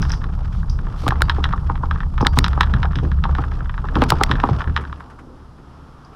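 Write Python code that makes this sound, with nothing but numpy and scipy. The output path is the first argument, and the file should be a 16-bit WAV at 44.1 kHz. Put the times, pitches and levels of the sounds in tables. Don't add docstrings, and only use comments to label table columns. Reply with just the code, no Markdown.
import sys
import numpy as np
from scipy import signal
from scipy.fft import rfft, irfft
from scipy.io import wavfile
from scipy.ndimage import uniform_filter1d

SR = 44100
rng = np.random.default_rng(int(sys.argv[2]) if len(sys.argv) > 2 else 0)


def wrap_up_sound(samples):
    columns = np.atleast_2d(samples).T
    tamed = np.clip(columns, -1, 1)
    steps = np.round(tamed * 32767).astype(np.int16)
    wavfile.write(sys.argv[1], SR, steps)


N = 271215
BLOW_SIZE = 8192
TIME, AGE = np.arange(N) / SR, np.arange(BLOW_SIZE) / SR
FREQS, BLOW_FREQS = np.fft.rfftfreq(N, 1 / SR), np.fft.rfftfreq(BLOW_SIZE, 1 / SR)


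# (pitch [Hz], half-width [Hz], level [dB])
CART_BOUNCE = [(35.93, 6.3, -8.5), (23.8, 4.6, -16)]
HULL_DRONE = [(70.2, 7.2, 0)]
# (frequency [Hz], level [dB])
BOOM_COLOUR = [(80, -19.5), (100, 3.5), (120, 6.5), (148, 3), (175, 0.5), (200, -7), (250, -26.5),
               (400, -61), (800, -83.5)]
DRUM_COLOUR = [(120, -21.5), (200, -2.5), (245, 12), (330, 7), (480, 2), (650, -10), (850, -9.5),
               (2000, -69)]

def rumble():
    uneven, coarse = terrain()
    bounce_db = ride(uneven, -22, follow=0.31, grass_db=-24.5, bump_db=-29.5, bump_t60=0.4, waver_db=1.5)
    drone_db = ride(uneven, -22, follow=1.3, grass_db=-11.5, bump_db=-20, bump_t60=0.68, waver_db=1.64)
    boom_db = ride(uneven, -27, follow=0.6, grass_db=-13, bump_db=-14, bump_t60=0.35, waver_db=-1.24)
    drum_db = ride(coarse, -42.5, follow=0.74, grass_db=-5, bump_db=-18.5, bump_t60=0.24, waver_db=2.1)
    force = tread_force(grains_per_s=300, spread_db=1.5, smooth_db=1.5, smear_t60=0.013)
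    bounce = shaken(force, resonances(CART_BOUNCE), bounce_db, steady_s=0.16)
    drone = shaken(force, resonances(HULL_DRONE), drone_db, steady_s=0.22)
    boom = shaken(force, colour_gain(BOOM_COLOUR), boom_db, steady_s=0.11)
    drum = shaken(force, colour_gain(DRUM_COLOUR), drum_db, steady_s=0.11)
    return bounce + drone + boom + drum


# (time [s], unevenness [dB], coarseness [dB])
GROUND = [(0, 2, 3.5), (0.32, -3, -4.5), (0.7, 0.5, -4), (0.98, -7.5, -3.5), (1.1, 0, 2.5),
          (1.45, 3.5, 1.5), (2.12, -2.5, -5.5), (2.218, 3, -0.5), (2.701, 1.5, 2.5), (3.21, 3, -8),
          (3.27, 3, -0.5), (3.72, -6, -4.5), (3.92, -4.5, -0.5), (3.99, 1, 5), (4.62, -7, 6.5),
          (4.72, 4.5, -2), (5.05, -9.5, -0.5), (5.55, -9, -6.5), (6.15, -11, -2.5)]
# (time [s], heave of the whole cart [dB], sharp jar [dB])
BUMPS = [(0, -3.5, -12), (1.035, -28, -5.5), (1.069, -1.5, -8.5), (1.209, -4, -13.5), (1.38, -22, -11),
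         (2.206, -1.5, -5.5), (2.371, -1.5, -1.5), (2.731, 2, -9.5), (2.953, 0.5, -9), (3.025, -14, -3.5),
         (3.382, -9, -10), (3.953, -4, 3), (4.02, -5, 1), (4.117, -3.5, -4), (4.298, -1, -0.5),
         (4.433, -10, -3.5), (4.505, 1, -7.5), (4.669, -5.5, -11), (4.78, -21.5, -11.5)]

def terrain():
    times, uneven_db, coarse_db = np.transpose(GROUND)
    heaves = [(when, db) for when, db, _ in BUMPS]
    jars = [(when, db) for when, _, db in BUMPS]
    return (np.interp(TIME, times, uneven_db), heaves), (np.interp(TIME, times, coarse_db), jars)


def ride(surface, level_db, follow, grass_db, bump_db, bump_t60, waver_db):
    ground_db, bumps = surface
    power = amp(level_db + follow * ground_db + waver_db * waver(rate=9) + grass_db * (1 - paving())) ** 2
    leap = np.minimum(AGE / 0.0068, 1) * fade(bump_t60)
    for when, db in bumps:
        start = int(when * SR)
        power[start:start + BLOW_SIZE] += (amp(bump_db + db) * leap) ** 2
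    return 10 * np.log10(power)


def paving():
    return np.interp(TIME, [4.42, 5.096], [1, 0])


def tread_force(grains_per_s, spread_db, smooth_db, smear_t60):
    stones = grains(N, grains_per_s, spread_db)
    one_crunch = fade(smear_t60) * (1 - fade(smear_t60))
    crunch = signal.oaconvolve(stones ** 2, one_crunch ** 2)[:N]
    power = paving() * np.abs(crunch) / np.mean(crunch) + amp(smooth_db) ** 2
    return np.sqrt(power) * rng.standard_normal(N)


# (pitch [Hz], level [dB], time to fade by 60 dB [s])
FRAME_MODES = [(803, 9, 0.083), (921, 0, 0.12), (1020, -37, 0.18), (1168, -14.5, 0.2), (1288.4, 6.5, 0.052),
               (1490, -13.5, .11), (1510, -16, 0.084), (1656, 6.5, 0.047), (3260, -10, 0.21),
               (3770, 1.5, .08)]
# (time [s], level [dB], extra treble [dB])
HUB_TICKS = [(0.0285, -23, 3), (0.0532, -31.5, 5), (0.1051, -27, 4), (0.1372, -28, 6), (0.2426, -28, 1),
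             (0.632, -33, -39), (0.7911, -31, -6), (1.1083, -17.5, 1.5), (1.298, -11.5, 7.5),
             (1.4419, -14.5, 10), (1.4553, -20.5, -17), (1.491, -32, 5), (1.529, -25.5, 5),
             (1.757, -29, -6.5), (1.9126, -16.5, 1), (1.9603, -26.5, -15), (2.006, -23.5, -6.5),
             (2.1808, -23.5, -5), (2.251, -20, 5), (2.4442, -13, 14.5), (2.4645, -20.5, 6),
             (2.5333, -24.5, 1), (2.6101, -6, 6.5), (2.6332, -17.5, 4), (2.74, -18, 5), (2.8319, -18, 2),
             (2.856, -24, -4), (2.957, -26, 14.5), (2.9882, -25.5, 5), (3.118, -27, 2), (3.241, -18.5, 5.5),
             (3.3526, -23, 6), (3.4403, -24.5, -11), (3.519, -31, 1), (3.6077, -28, -12),
             (3.6966, -26.5, -4), (3.7801, -25.5, -8.5), (3.8881, -26.5, -2.5), (3.9566, -18, 10.5),
             (4.3149, -12, 9), (4.3565, -24, -4), (4.4018, -21.5, 4), (4.6073, -20.5, -11),
             (4.6193, -22.5, -5), (4.6434, -29.5, -1), (4.7653, -13.5, 2.5), (4.776, -19, 2),
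             (4.853, -30, -2), (4.9293, -26, -3.5)]
# (frequency [Hz], level [dB])
TICK_COLOUR = [(200, -36.5), (700, -19), (930, -2), (1300, 1), (1800, -2.5), (2100, -15.5), (2800, -16),
               (3250, -14), (4000, -18.5), (4400, -32.5), (5200, -27), (7000, -47.5), (15000, -66.5)]

def hub_ticks():
    out, tones = np.zeros(N), ringing(FRAME_MODES)
    for when, db, treble_db in HUB_TICKS + rebounds():
        gain_db = colour_db(TICK_COLOUR) + treble_db * above(2600)
        tick = blow(gain_db, tones, travel_s=0.0017, slide_db=-17.5, scatter_db=-5, scatter_t60=0.021,
                    chatter_db=-11.5, chatter_t60=0.072, ring_db=-10)
        add(out, when, amp(db) * tick)
    return out


def rebounds():
    times, clack_db, _ = np.transpose(HUB_TICKS)
    chance = rng.random((len(HUB_TICKS), 2))
    times = times + 0.02 + 0.062 * chance[:, 0]
    typical_db = np.minimum(clack_db - 7.5, -34)
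    levels = typical_db + 4.5 * (2 * chance[:, 1] - 1)
    return [(when, db, -10) for when, db in zip(times, levels)]


# (time [s], level [dB], extra treble [dB], extra bass [dB])
HULL_KNOCKS = [(0.87, -33.5, -6, 12), (1.068, -15.5, 6.5, 12), (1.123, -15, -42, -19), (1.209, -22, 6, 4),
               (1.2854, -26, -11, -17), (1.3854, -23, 18, 28), (1.5368, -15, -43, -33),
               (1.7006, -14.5, -27, -17.5), (1.8372, -17, -39, -19), (2.2103, -15, 7, 4.5),
               (2.2285, -14, -3, 16), (2.2624, -15.5, -46, -1), (2.3745, -14, 0, 2), (2.5779, -18, -19, -3),
               (2.6087, -17, -19, -15), (2.8484, -21.5, -19, 2), (3.033, -31, -24, 26),
               (3.2549, -17, -23, -16), (3.294, -24.5, -5, 9), (3.3869, -18.5, -6, -5),
               (3.8443, -24.5, -22, -2), (3.9671, -16.5, -14, -10), (4.022, -8.5, 14.5, 13.5),
               (4.122, -6, 0, 5), (4.2134, -8.5, -9, -2), (4.296, -22, 2, -3), (4.4398, -7, -4.5, 1),
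               (4.4912, -14.5, 10, 21.5)]
# (frequency [Hz], level [dB])
KNOCK_COLOUR = [(90, -16.5), (250, -4), (450, -7), (650, -14), (820, -2), (1200, 1), (1500, -12.5),
                (2000, -22.5), (3200, -27.5), (5200, -37.5), (7000, -57.5), (15000, -59.5)]

def hull_knocks():
    out, tones = np.zeros(N), ringing(FRAME_MODES)
    for when, db, treble_db, bass_db in HULL_KNOCKS:
        gain_db = colour_db(KNOCK_COLOUR) + treble_db * above(1800) + bass_db * (1 - above(1100))
        knock = blow(gain_db, tones, travel_s=0.003, slide_db=-8.5, scatter_db=-5.5, scatter_t60=0.06,
                     chatter_db=-22, chatter_t60=0.4, ring_db=-8)
        add(out, when, amp(db) * knock)
    return out


# (pitch [Hz], level [dB], time to fade by 60 dB [s])
FITTING_MODES = [(3850, -10, .17), (3984, -24, .18), (4320, -8, .14), (4720, -7.5, 0.32), (4890, -11, 0.13),
                 (5561, 1, 0.13), (6470, -10, 0.11)]
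# (time [s], level [dB], extra treble [dB], extra high treble [dB])
FITTING_SNAPS = [(1.081, -15, -7.5, -5), (1.088, -23, 0, 5), (1.2209, -8.5, -5.5, 2),
                 (2.2691, -7.5, 9.5, -21), (2.389, -10.5, 8, -1), (2.4827, -21.5, 0, -7),
                 (4.04, -17.5, -7.5, -11.5), (4.104, -11, 3, 0), (4.2366, -10.5, 11, -4)]
# (frequency [Hz], level [dB])
SNAP_COLOUR = [(300, -18.5), (900, -3.5), (1400, 4.5), (2500, -6.5), (3050, -5.5), (3500, -5.5),
               (4300, -7.5), (5400, -12), (6250, -19.5), (6700, -15), (9000, -17), (10500, -21.5),
               (15000, -27)]

def fitting_snaps():
    out, tones = np.zeros(N), ringing(FITTING_MODES)
    for when, db, treble_db, top_db in FITTING_SNAPS:
        gain_db = colour_db(SNAP_COLOUR) + treble_db * above(1900) + top_db * above(8100)
        snap = blow(gain_db, tones, travel_s=0.0011, slide_db=-19.5, scatter_db=-2, scatter_t60=0.0067,
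                    chatter_db=-41.5, chatter_t60=0.12, ring_db=-27.5)
        add(out, when, amp(db) * snap)
    return out


def blow(gain_db, tones, travel_s, slide_db, scatter_db, scatter_t60, chatter_db, chatter_t60, ring_db):
    bands_hz = 200 * 2 ** (np.arange(20) / 3)
    spot_db = 2 * np.interp(BLOW_FREQS, bands_hz, rng.standard_normal(len(bands_hz)))
    cepstrum = irfft((gain_db + spot_db) * np.log(10) / 20)
    cepstrum[1:BLOW_SIZE // 2] *= 2
    cepstrum[BLOW_SIZE // 2 + 1:] = 0
    wave = np.exp(rfft(cepstrum) - 4j * np.pi * travel_s * np.sqrt(BLOW_FREQS * 1000))
    slide = rng.standard_normal(BLOW_SIZE) * fade(0.023)[::-1]
    scatter = rng.standard_normal(BLOW_SIZE) * fade(scatter_t60) * (1 - fade(0.0078))
    chatter = grains(BLOW_SIZE, per_s=970, spread_db=-3) * fade(chatter_t60) * (1 - fade(0.09))
    shares = rng.standard_normal(len(tones)) + 1j * rng.standard_normal(len(tones))
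    ring = np.sum(shares[:, None] * tones, axis=0).real
    hit = unit(irfft(wave))
    for db, part in (slide_db, slide), (scatter_db, scatter), (chatter_db, chatter), (ring_db, ring):
        hit += amp(db) * unit(irfft(wave * rfft(part)))
    return short_sound(hit)


# (frequency [Hz], level [dB])
GRIND_COLOUR = [(400, -7.5), (700, -0.5), (900, 2.5), (1280, 2), (1750, -18), (2100, -24), (3300, -27.5),
                (4000, -33.5), (4600, -42), (9000, -67.5)]
GRIT_COLOUR = [(1500, -27), (3000, -1.5), (4300, -3), (5250, 0), (6200, -7.5), (7200, -10), (9500, -12.5),
               (10800, -11), (12500, -20), (15500, -32)]

def wheel_noise():
    _, coarse = terrain()
    grind_db = ride(coarse, -41, follow=1, grass_db=-6, bump_db=-35, bump_t60=0.36, waver_db=1.23)
    hiss_db = ride(coarse, -62.5, follow=0.3, grass_db=-3, bump_db=-57, bump_t60=0.2, waver_db=0.5)
    stones = tread_force(grains_per_s=170, spread_db=3.8, smooth_db=-1, smear_t60=0.02)
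    grit = tread_force(grains_per_s=120, spread_db=0, smooth_db=2.5, smear_t60=0.0091)
    grind = shaken(stones, colour_gain(GRIND_COLOUR), grind_db, steady_s=0.099)
    hiss = shaken(grit, colour_gain(GRIT_COLOUR), hiss_db, steady_s=0.21)
    return grind + hiss + loose_joints(grind_db - 7)


# (frequency [Hz], level [dB])
JOINT_COLOUR = [(900, -8), (1300, 10), (1750, 2), (2200, -6), (3300, -5), (4000, -12.5), (4500, -12),
                (5400, -12.5), (7000, -25.5), (14000, -43.5)]

def loose_joints(level_db):
    clicks = tread_force(grains_per_s=80, spread_db=2.5, smooth_db=-16, smear_t60=0.022)
    return shaken(clicks, colour_gain(JOINT_COLOUR), level_db, steady_s=0.6)


# (start [s], end [s], level [dB])
SKIDS = [(0, 0.18, -54), (0.5, 0.634, -57), (0.962, 1.118, -47.5), (2.354, 2.394, -43),
         (4.084, 4.114, -32.5)]
# (frequency [Hz], level [dB])
SKID_COLOUR = [(1500, 7), (3400, 10.5), (5500, 8.5), (7000, -2), (10500, -6), (12500, -9), (15500, -24)]

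def skids():
    pressure = np.zeros(N)
    for start, end, db in SKIDS:
        progress = np.clip((TIME - start) / (end - start), 0, 1)
        pressure += amp(db) * np.sqrt(np.abs(np.sin(np.pi * progress)))
    sand = tread_force(grains_per_s=2400, spread_db=1.5, smooth_db=-18, smear_t60=0.0038)
    return pressure * shaken(sand, colour_gain(SKID_COLOUR), level_db=0, steady_s=0.46)


# (time [s], level [dB])
SQUEAKS = [(.021, -31.5), (0.097, -35), (0.119, -25), (0.698, -36), (2.213, -35.5), (2.96, -42.5),
           (6.05, -51.5)]
# (frequency [Hz], level [dB])
SQUEAK_COLOUR = [(2500, -11), (4300, -10), (4900, 5.5), (5400, 3.5), (6300, -7.5), (7000, -21),
                 (10000, -22.5), (15000, -46.5)]

def squeaks():
    shape = (1 - fade(0.017)) * (fade(0.0081) + amp(-30) * fade(0.23))
    return bursts(SQUEAKS, SQUEAK_COLOUR, shape)


# (time [s], level [dB])
GRASS_CRUNCHES = [(4.812, -34), (4.975, -50), (5.005, -41), (5.11, -44), (5.19, -40), (5.585, -50),
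                  (5.92, -55), (6.135, -46)]
# (frequency [Hz], level [dB])
CRUNCH_COLOUR = [(1200, 20.5), (2300, 3), (4000, -10), (5500, -12), (7000, -16), (11000, -19), (15000, -45)]

def grass():
    return bursts(GRASS_CRUNCHES, CRUNCH_COLOUR, shape=(1 - fade(0.048)) * fade(0.0773))


def bursts(events, colour, shape):
    out = np.zeros(N)
    for when, db in events:
        noise = shape * rng.standard_normal(BLOW_SIZE)
        rub = irfft(rfft(noise) * colour_gain(colour, BLOW_FREQS))
        add(out, when, amp(db) * short_sound(rub))
    return out


def shaken(force, gain, level_db, steady_s):
    x = irfft(rfft(force) * gain, N)
    return x / envelope(x, steady_s) * amp(level_db)


def resonances(modes):
    return sum(amp(db) / (1 + 1j * (FREQS - hz) / width) ** 2 for hz, width, db in modes)


def ringing(modes):
    return np.array([amp(db) * fade(t60) * np.exp(2j * np.pi * hz * AGE) for hz, db, t60 in modes])


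def grains(size, per_s, spread_db):
    touches = rng.random(size) < per_s / SR
    strength = amp(spread_db * np.minimum(rng.exponential(size=size), 4))
    return unit(touches * strength * rng.choice([-1, 1], size) + 1e-12)


def waver(rate):
    hold = int(SR / rate)
    steps = rng.standard_normal(400)[np.arange(N) // hold]
    return 1.25 * uniform_filter1d(steps, hold)


def colour_db(points, freqs=BLOW_FREQS):
    hz, db = np.transpose(points)
    octave = np.log2(freqs + 1)
    return np.interp(octave, np.log2(hz), db) - 20 * np.maximum(np.log2(hz[0]) - octave, 0)


def colour_gain(points, freqs=FREQS):
    return amp(colour_db(points, freqs))


def above(corner_hz):
    return 1 - 1 / (1 + (BLOW_FREQS / corner_hz) ** 4)


def short_sound(x):
    x = np.roll(x, BLOW_SIZE // 8)
    return x / envelope(x, 0.004).max()


def add(out, when, x):
    start = int(when * SR) - np.argmax(np.abs(signal.hilbert(x)))
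    lo, hi = max(start, 0), min(start + len(x), N)
    out[lo:hi] += x[lo - start:hi - start]


def fade(t60):
    return np.exp(-np.log(1000) * AGE / t60)


def envelope(x, seconds):
    return np.sqrt(np.abs(uniform_filter1d(x ** 2, int(seconds * SR))) + 1e-18)


def unit(x):
    return x / np.sqrt(np.sum(x ** 2))


def amp(db):
    return 10 ** (np.asarray(db) / 20)


def scene():
    rolling = rumble() + wheel_noise() + skids() + grass()
    return (rolling + hub_ticks() + hull_knocks() + fitting_snaps() + squeaks())[None]


def record(dry):
    treble_cut = signal.ellip(8, 0.2, 70, 15800, fs=SR, output="sos")
    return signal.sosfilt(treble_cut, np.clip(dry, -1, 1))


dry = scene()
out = record(dry)
wrap_up_sound(out)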